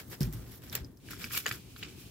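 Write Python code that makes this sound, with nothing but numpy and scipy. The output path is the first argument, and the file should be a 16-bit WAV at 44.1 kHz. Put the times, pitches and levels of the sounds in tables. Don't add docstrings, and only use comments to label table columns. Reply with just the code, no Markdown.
import sys
import numpy as np
from scipy import signal
from scipy.fft import rfft, irfft
from scipy.io import wavfile
from scipy.ndimage import uniform_filter1d

SR = 44100
rng = np.random.default_rng(int(sys.argv[2]) if len(sys.argv) > 2 else 0)


def dump(signal):
    limited = np.clip(np.atleast_2d(signal).T, -1, 1)
    pcm = np.round(limited * 32767).astype(np.int16)
    wavfile.write(sys.argv[1], SR, pcm)


def natural_amplitude(level_db):
    exponent = np.asarray(level_db, float) / 20
    return 10 ** exponent


N = 92610
LIFT_S = 1.0


def evened(x):
    return x / np.sqrt(np.mean(x ** 2) + 1e-20)


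def peaked(x):
    return x / abs(x).max(axis=1, keepdims=True) * np.array([[1], [0.6]])


def colour(x, points):
    f_hz, db = np.transpose(points)
    grid_hz = np.fft.rfftfreq(8192, 1 / SR)
    log_gain = np.interp(np.log(grid_hz + 1), np.log(f_hz), db) * np.log(10) / 20
    fold = np.r_[1, 2 * np.ones(4095), 1, np.zeros(4095)]
    impulse = irfft(np.exp(rfft(irfft(log_gain) * fold)))
    return signal.fftconvolve(x, impulse[None], axes=1)[:, :x.shape[1]]


def ring(x, hz, width_hz):
    r = np.exp(-np.pi * width_hz / SR)
    return signal.lfilter([1, 0, -1], [1, -2 * r * np.cos(2 * np.pi * hz / SR), r * r], x)


def add(mix, s, sound):
    part = mix[:, round(s * SR):][:, :sound.shape[1]]
    part += sound[:, :part.shape[1]]


def grains(per_s, spread_db, smooth):
    size = natural_amplitude(spread_db * np.minimum(rng.exponential(1, N), 4))
    size = size * (rng.random(N) < per_s / SR)
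    slips = evened(size * rng.standard_normal((2, N)))
    return evened(slips + smooth * rng.standard_normal((2, N)))


def flutter(width_s, depth_db):
    size = max(round(width_s * SR), 1)
    wobble = uniform_filter1d(uniform_filter1d(rng.standard_normal(N), size), size)
    return natural_amplitude(depth_db * evened(wobble))


# peak t/s, rise/s, fall/s, paper level/dB, film level/dB
STROKES = [(.0, 0.011, 0.018, -45, -49), (.134, 0.015, 0.017, -47, -70), (.117, 0.026, 0.032, -61.5, -49.5),
           (0.222, 0.011, 0.028, -43.5, -48.5), (0.341, 0.02, 0.049, -57.5, -64),
           (.385, 0.029, 0.022, -82, -62.5), (.45, 0.042, 0.041, -66, -79),
           (0.541, 0.057, 0.045, -59, -55.5), (0.643, 0.02, 0.12, -56.5, -57.5),
           (0.737, 0.016, 0.027, -52, -60), (.77, 0.024, 0.018, -45, -56),
           (1.116, 0.013, 0.058, -50.5, -54), (1.223, 0.024, 0.063, -49.5, -49.5),
           (1.339, 0.023, 0.053, -41, -39), (1.376, 0.017, 0.013, -37.5, -37),
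           (1.478, 0.0099, 0.012, -45.5, -59), (1.49, 0.014, 0.011, -46, -49),
           (1.531, 0.021, 0.03, -47.5, -47.5), (1.555, 0.01, 0.011, -93, -53.5),
           (1.8, 0.036, 0.025, -57.5, -57), (1.849, 0.031, 0.056, -50.5, -73),
           (2.02, 0.036, 0.048, -59, -60.5)]
# f/Hz, level/dB
BINDER_COLOUR = [(200, -29.5), (400, 11), (800, 1), (1800, 5), (5200, -3), (9000, -18), (16000, -15)]
# start t/s, end t/s
TAUT_SPANS = [
    (1.28, 1.44),
    (1.6, 2.1),
]
# f/Hz, width/Hz, level/dB
TAUT_RINGS = [(2400, 260, 3), (2920, 140, -6), (1200, 140, -5)]


def rubbing():
    t = np.arange(N) / SR
    paper_level, film_level = 0, 0
    for peak_s, rise_s, fall_s, paper_db, film_db in STROKES:
        attack = np.exp(-((peak_s - t) / rise_s) ** 2)
        decay = np.exp(-abs(t - peak_s) / fall_s)
        shape = np.where(t < peak_s, attack, decay)
        paper_level = paper_level + natural_amplitude(paper_db) * shape
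        film_level = film_level + natural_amplitude(film_db) * shape

    slips = grains(6000, 2.1, 1.0)
    on_binder = t < LIFT_S
    sheet = np.where(on_binder, evened(colour(slips, BINDER_COLOUR)), paper(slips))
    sheet = sheet + natural_amplitude(1.5 - 6.7 * on_binder) * crinkles()

    taut = sum((t > start) & (t < end) for start, end in TAUT_SPANS)
    skin = evened(sum(natural_amplitude(db) * evened(ring(slips, hz, width_hz)) for hz, width_hz, db in TAUT_RINGS))
    tight_sheet = evened(sheet + natural_amplitude(1.5) * skin + natural_amplitude(5.0) * pinched(sheet))
    sheet = np.where(taut, tight_sheet, sheet)

    hiss = evened(film(grains(8000, 0.66, 1.0)))
    return paper_level * sheet * flutter(0.002, 2.0) / 1.392 + film_level * flutter(0.0084, 2.8) * hiss


# t/s, peak level/dB, ring f/Hz, film level/dB, burst length/s
SNAPS = [(0.206, -33, 4650, -9.5, 0.0031), (0.2135, -39, 5270, -8, 0.0045),
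         (0.23, -32.5, 5360, -11, 0.0038), (0.3263, -54, 1910, 6, 0.0022), (0.333, -52.5, 1180, 2.5, 0.011),
         (0.697, -38, 5450, -27, 0.001), (0.7268, -36.5, 3900, -9, 0.0065), (0.733, -53, 3400, -2, 0.002),
         (0.7514, -28.5, 3370, -6, 0.0015), (0.7532, -27.5, 3280, 1.5, 0.00041),
         (0.7549, -39, 2900, -3.5, 0.0022), (0.8457, -42.5, 5200, -26, 0.0021),
         (0.971, -56.5, 5300, -12, 0.0047), (1.086, -39, 1670, -25, 0.003),
         (1.1068, -38, 1730, -12.5, 0.0076), (1.132, -37.5, 1390, -37, 0.006),
         (1.2414, -26.5, 2400, -21.5, 0.0026), (1.3066, -38.5, 1590, -32, 0.0052),
         (1.334, -42, 3030, 2, 0.0054), (1.3442, -35.5, 2900, -16, 0.0049),
         (1.348, -35.5, 1170, -27, 0.0033), (1.37, -38, 1300, -25, 0.0042),
         (1.3732, -30.5, 2840, -7.5, 0.003), (1.3759, -33, 2850, 3.5, 0.002),
         (1.4586, -25.5, 1420, -33, 0.0023), (1.4628, -21, 1500, -22, 0.003),
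         (1.4638, -19.5, 3140, -29, 0.0026), (1.4634, -26.5, 6800, -21, 0.0024),
         (1.467, -39, 3700, -18, 0.0016), (1.4905, -44.5, 1670, 1, 0.0048),
         (1.5115, -23, 1680, -31, 0.0024), (1.5135, -27, 2920, -30, 0.003),
         (1.5245, -35.5, 2880, -8.5, 0.0015), (1.7618, -43.5, 1290, -25, 0.0018),
         (1.7623, -43, 3270, -29, 0.0045), (1.826, -41, 1500, -40, 0.0022),
         (1.8278, -28.5, 2900, -43, 0.0049), (1.8318, -33, 3950, -32, 0.0037),
         (1.849, -44, 2770, -34, 0.005), (1.2416, -33, 5150, -22, 0.0043)]


def snaps():
    snap_q, tick_q, thud_hz = 1.5, 4.5, 493
    out, t = np.zeros((2, N)), np.arange(2048) / SR
    for s, db, hz, film_db, length_s in SNAPS:
        sheet_noise, film_noise = rng.standard_normal((2, 2, len(t)))
        burst = np.minimum(t / 0.00039, 1) * np.exp(-(t / length_s) ** 2)
        sheet_burst, film_burst = sheet_noise * burst, film_noise * burst
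        tick = hz > 4300
        tick_width_hz = hz / tick_q
        if tick:
            body = ring(ring(sheet_burst, hz, tick_width_hz), hz, tick_width_hz * 2)
        else:
            sheet = colour(sheet_burst, PAPER_COLOUR) if s < LIFT_S else paper(sheet_burst)
            body = ring(sheet, hz, hz / snap_q)
        low = peaked(peaked(body) + natural_amplitude(-7) * peaked(ring(body, hz, tick_width_hz)))
        if not tick:
            thud = ring(ring(film_burst, thud_hz, 370), thud_hz, 590)
            low = low + natural_amplitude(-21 + 0.085 * (db + 19)) * peaked(thud)
        add(out, s, natural_amplitude(db) * (low + natural_amplitude(film_db + 14.0) * peaked(film(film_burst))))
    return out


# f/Hz, level/dB
PAPER_COLOUR = [(300, 13.5), (1000, 0), (1350, 10.5), (3000, 4), (4100, 0.5), (9400, -24), (12100, -9),
                (16000, -51)]
# f/Hz, width/Hz, level/dB
NOTE_PANELS = [(1420, 900, 7), (1649, 83, 1), (2270, 110, 3), (3065, 82, 4), (3574, 1500, 4.5),
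               (4830, 170, 7), (6800, 140, 5.5)]


def paper(x):
    panels = 0
    for k, (hz, width_hz, db) in enumerate(NOTE_PANELS):
        panels = panels + (-1) ** k * natural_amplitude(db) * np.sqrt(width_hz) * ring(x, hz, width_hz)
    return evened(evened(colour(x, PAPER_COLOUR)) + natural_amplitude(-5) * evened(panels))


def crinkles():
    out = 0
    for hz, width_hz, db in NOTE_PANELS + NOTE_PANELS:
        hz = hz * (1 + 0.26 * rng.uniform(-0.44, 0.57))
        pops = grains(400, 3.0, 0.35)
        out = out + natural_amplitude(db) * evened(ring(ring(pops, hz, 3.6 * width_hz), hz, hz / 2.9))
    return evened(out)


# f/Hz, level/dB
FILM_COLOUR = [(300, -98), (3000, -10), (6000, -7.5), (9000, -9.5), (11000, -3.5), (12500, 0.5),
               (15500, -4.5)]


def film(x):
    return colour(x, FILM_COLOUR)


# f/Hz, level/dB
PINCH_COLOUR = [(1000, -12.5), (1900, -10), (2400, -2), (2950, -2.5), (3500, -4.5), (5000, -6), (9500, -10),
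                (13000, -10)]


def pinched(x):
    return evened(colour(x, PINCH_COLOUR))


# t/s, level/dB
HANDS = [(0, -56.5), (.07, -61), (.3, -57.5), (.57, -62), (.61, -72), (0.801, -63), (0.902, -72.5),
         (1.0, -69), (1.07, -58), (1.3, -57.5), (1.6, -62), (1.75, -60), (2.1, -59.5)]
# f/Hz, level/dB
TOUCH_COLOUR = [(290, -29), (500, -0.5), (1790, -6.5), (2330, -14.5), (3020, -11), (12300, -10),
                (16000, -5)]


def touch():
    (s, db), t = np.transpose(HANDS), np.arange(N) / SR
    slips = grains(9000, 2.6, 4.3)
    sheet = np.where(t < LIFT_S, evened(colour(slips, TOUCH_COLOUR)), pinched(slips))
    return natural_amplitude(np.interp(t, s, db)) * flutter(.03, 1.5) * sheet


# t/s, level/dB, f/Hz, t60/s, pitch sag share (negative rises)
KNOCKS = [(.208, -21.5, 158, 0.27, 0.27), (.208, -27.5, 197, 0.12, -0.063),
          (.21, -38.5, 361.5, 0.21, -0.044), (0.224, -31.5, 52, 0.51, -0.0053),
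          (0.272, -29, 176.8, 0.18, 0.2), (.365, -38.5, 121, 0.27, 0.022),
          (.345, -33.5, 118.2, 0.32, 0.011), (0.349, -43, 63.2, 0.59, 0.038),
          (0.663, -52, 60.5, 0.28, 0.12), (0.808, -34, 66.3, 0.15, -0.12), (1.465, -35, 450, 0.036, -0.026),
          (1.511, -36.5, 119.6, 0.15, -0.048), (.26, -40, 245, 0.25, 0.025), (.335, -41, 296, 0.12, -0.04)]


def desk():
    rise_s, sag_s = 0.0017, 0.048
    out, t = np.zeros((2, N)), np.arange(SR // 2) / SR
    for s, db, hz, t60_s, sag in KNOCKS:
        pitch_hz = hz * (1 - sag * np.minimum(t / sag_s, 1))
        turns = np.cumsum(pitch_hz) / SR + np.array([[0], [.25]])
        level = natural_amplitude(db - 60 * (t / t60_s) - 60 * (t / t60_s) ** 3)
        add(out, s, level * np.minimum(t / rise_s, 1) * np.sin(2 * np.pi * turns))
    return out


def walls(x):
    t = np.arange(SR // 4) / SR
    tail_t60_s, gap_s = 0.051, .003
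    tail = rng.standard_normal((2, len(t))) * natural_amplitude(-60 * t / tail_t60_s) * (t > gap_s)
    return natural_amplitude(-8.5) * signal.oaconvolve(x, tail / np.linalg.norm(tail[0]), axes=1)[:, :N]


# t/s, rumble level/dB
LEANING = [(0, -56), (.39, -54.5), (.5, -56), (0.838, -53.5), (0.968, -61), (1.22, -54), (1.6, -54.5),
           (2.1, -57)]
# f/Hz, level/dB
HUM_COLOUR = [(12, -64), (20, -42), (43, -4), (85, -3), (113, -1.5), (255, -7), (373, -10), (597, -26),
              (1500, -34.5), (1950, -38), (3300, -120)]


def room_tone():
    rumble_noise, fan_noise = rng.standard_normal((2, 2, N))
    s, db = np.transpose(LEANING)
    level = natural_amplitude(np.interp(np.arange(N) / SR, s, db + 3.0))
    hum = evened(colour(rumble_noise, HUM_COLOUR + [(6000, -62.0)]))
    fan = evened(ring(fan_noise, 120.9, 6))
    return level * flutter(0.029, 2.27) * hum + natural_amplitude(-58.5) * fan


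# f/Hz, side minus mid level/dB
PORTS = [(60, -13.5), (180, -10.5), (550, -4), (1650, -3.5), (4970, 0.5), (15000, 0)]
# f/Hz, left minus right level/dB
LEAN = [(60, 2), (950, 2.5), (15000, -2.5)]


def scene():
    close = snaps()
    both = close + walls(close) + rubbing() + touch() + desk() + room_tone()
    mid, side = both[:1], colour(both[1:], PORTS)
    left = colour(mid + side, [(hz, db / 2) for hz, db in LEAN])
    right = colour(mid - side, [(hz, -db / 2) for hz, db in LEAN])
    return np.r_[left, right]


def band_limit(x):
    return signal.sosfilt(signal.butter(12, 16820, fs=SR, output="sos"), x)


def record(dry):
    x = signal.oaconvolve(dry, signal.firwin(255, 15800, fs=SR)[None], "same")
    x = signal.sosfilt(signal.butter(4, 38, "high", fs=SR, output="sos"), x)
    return band_limit(x)


dry = scene()
out = record(dry)
dump(out)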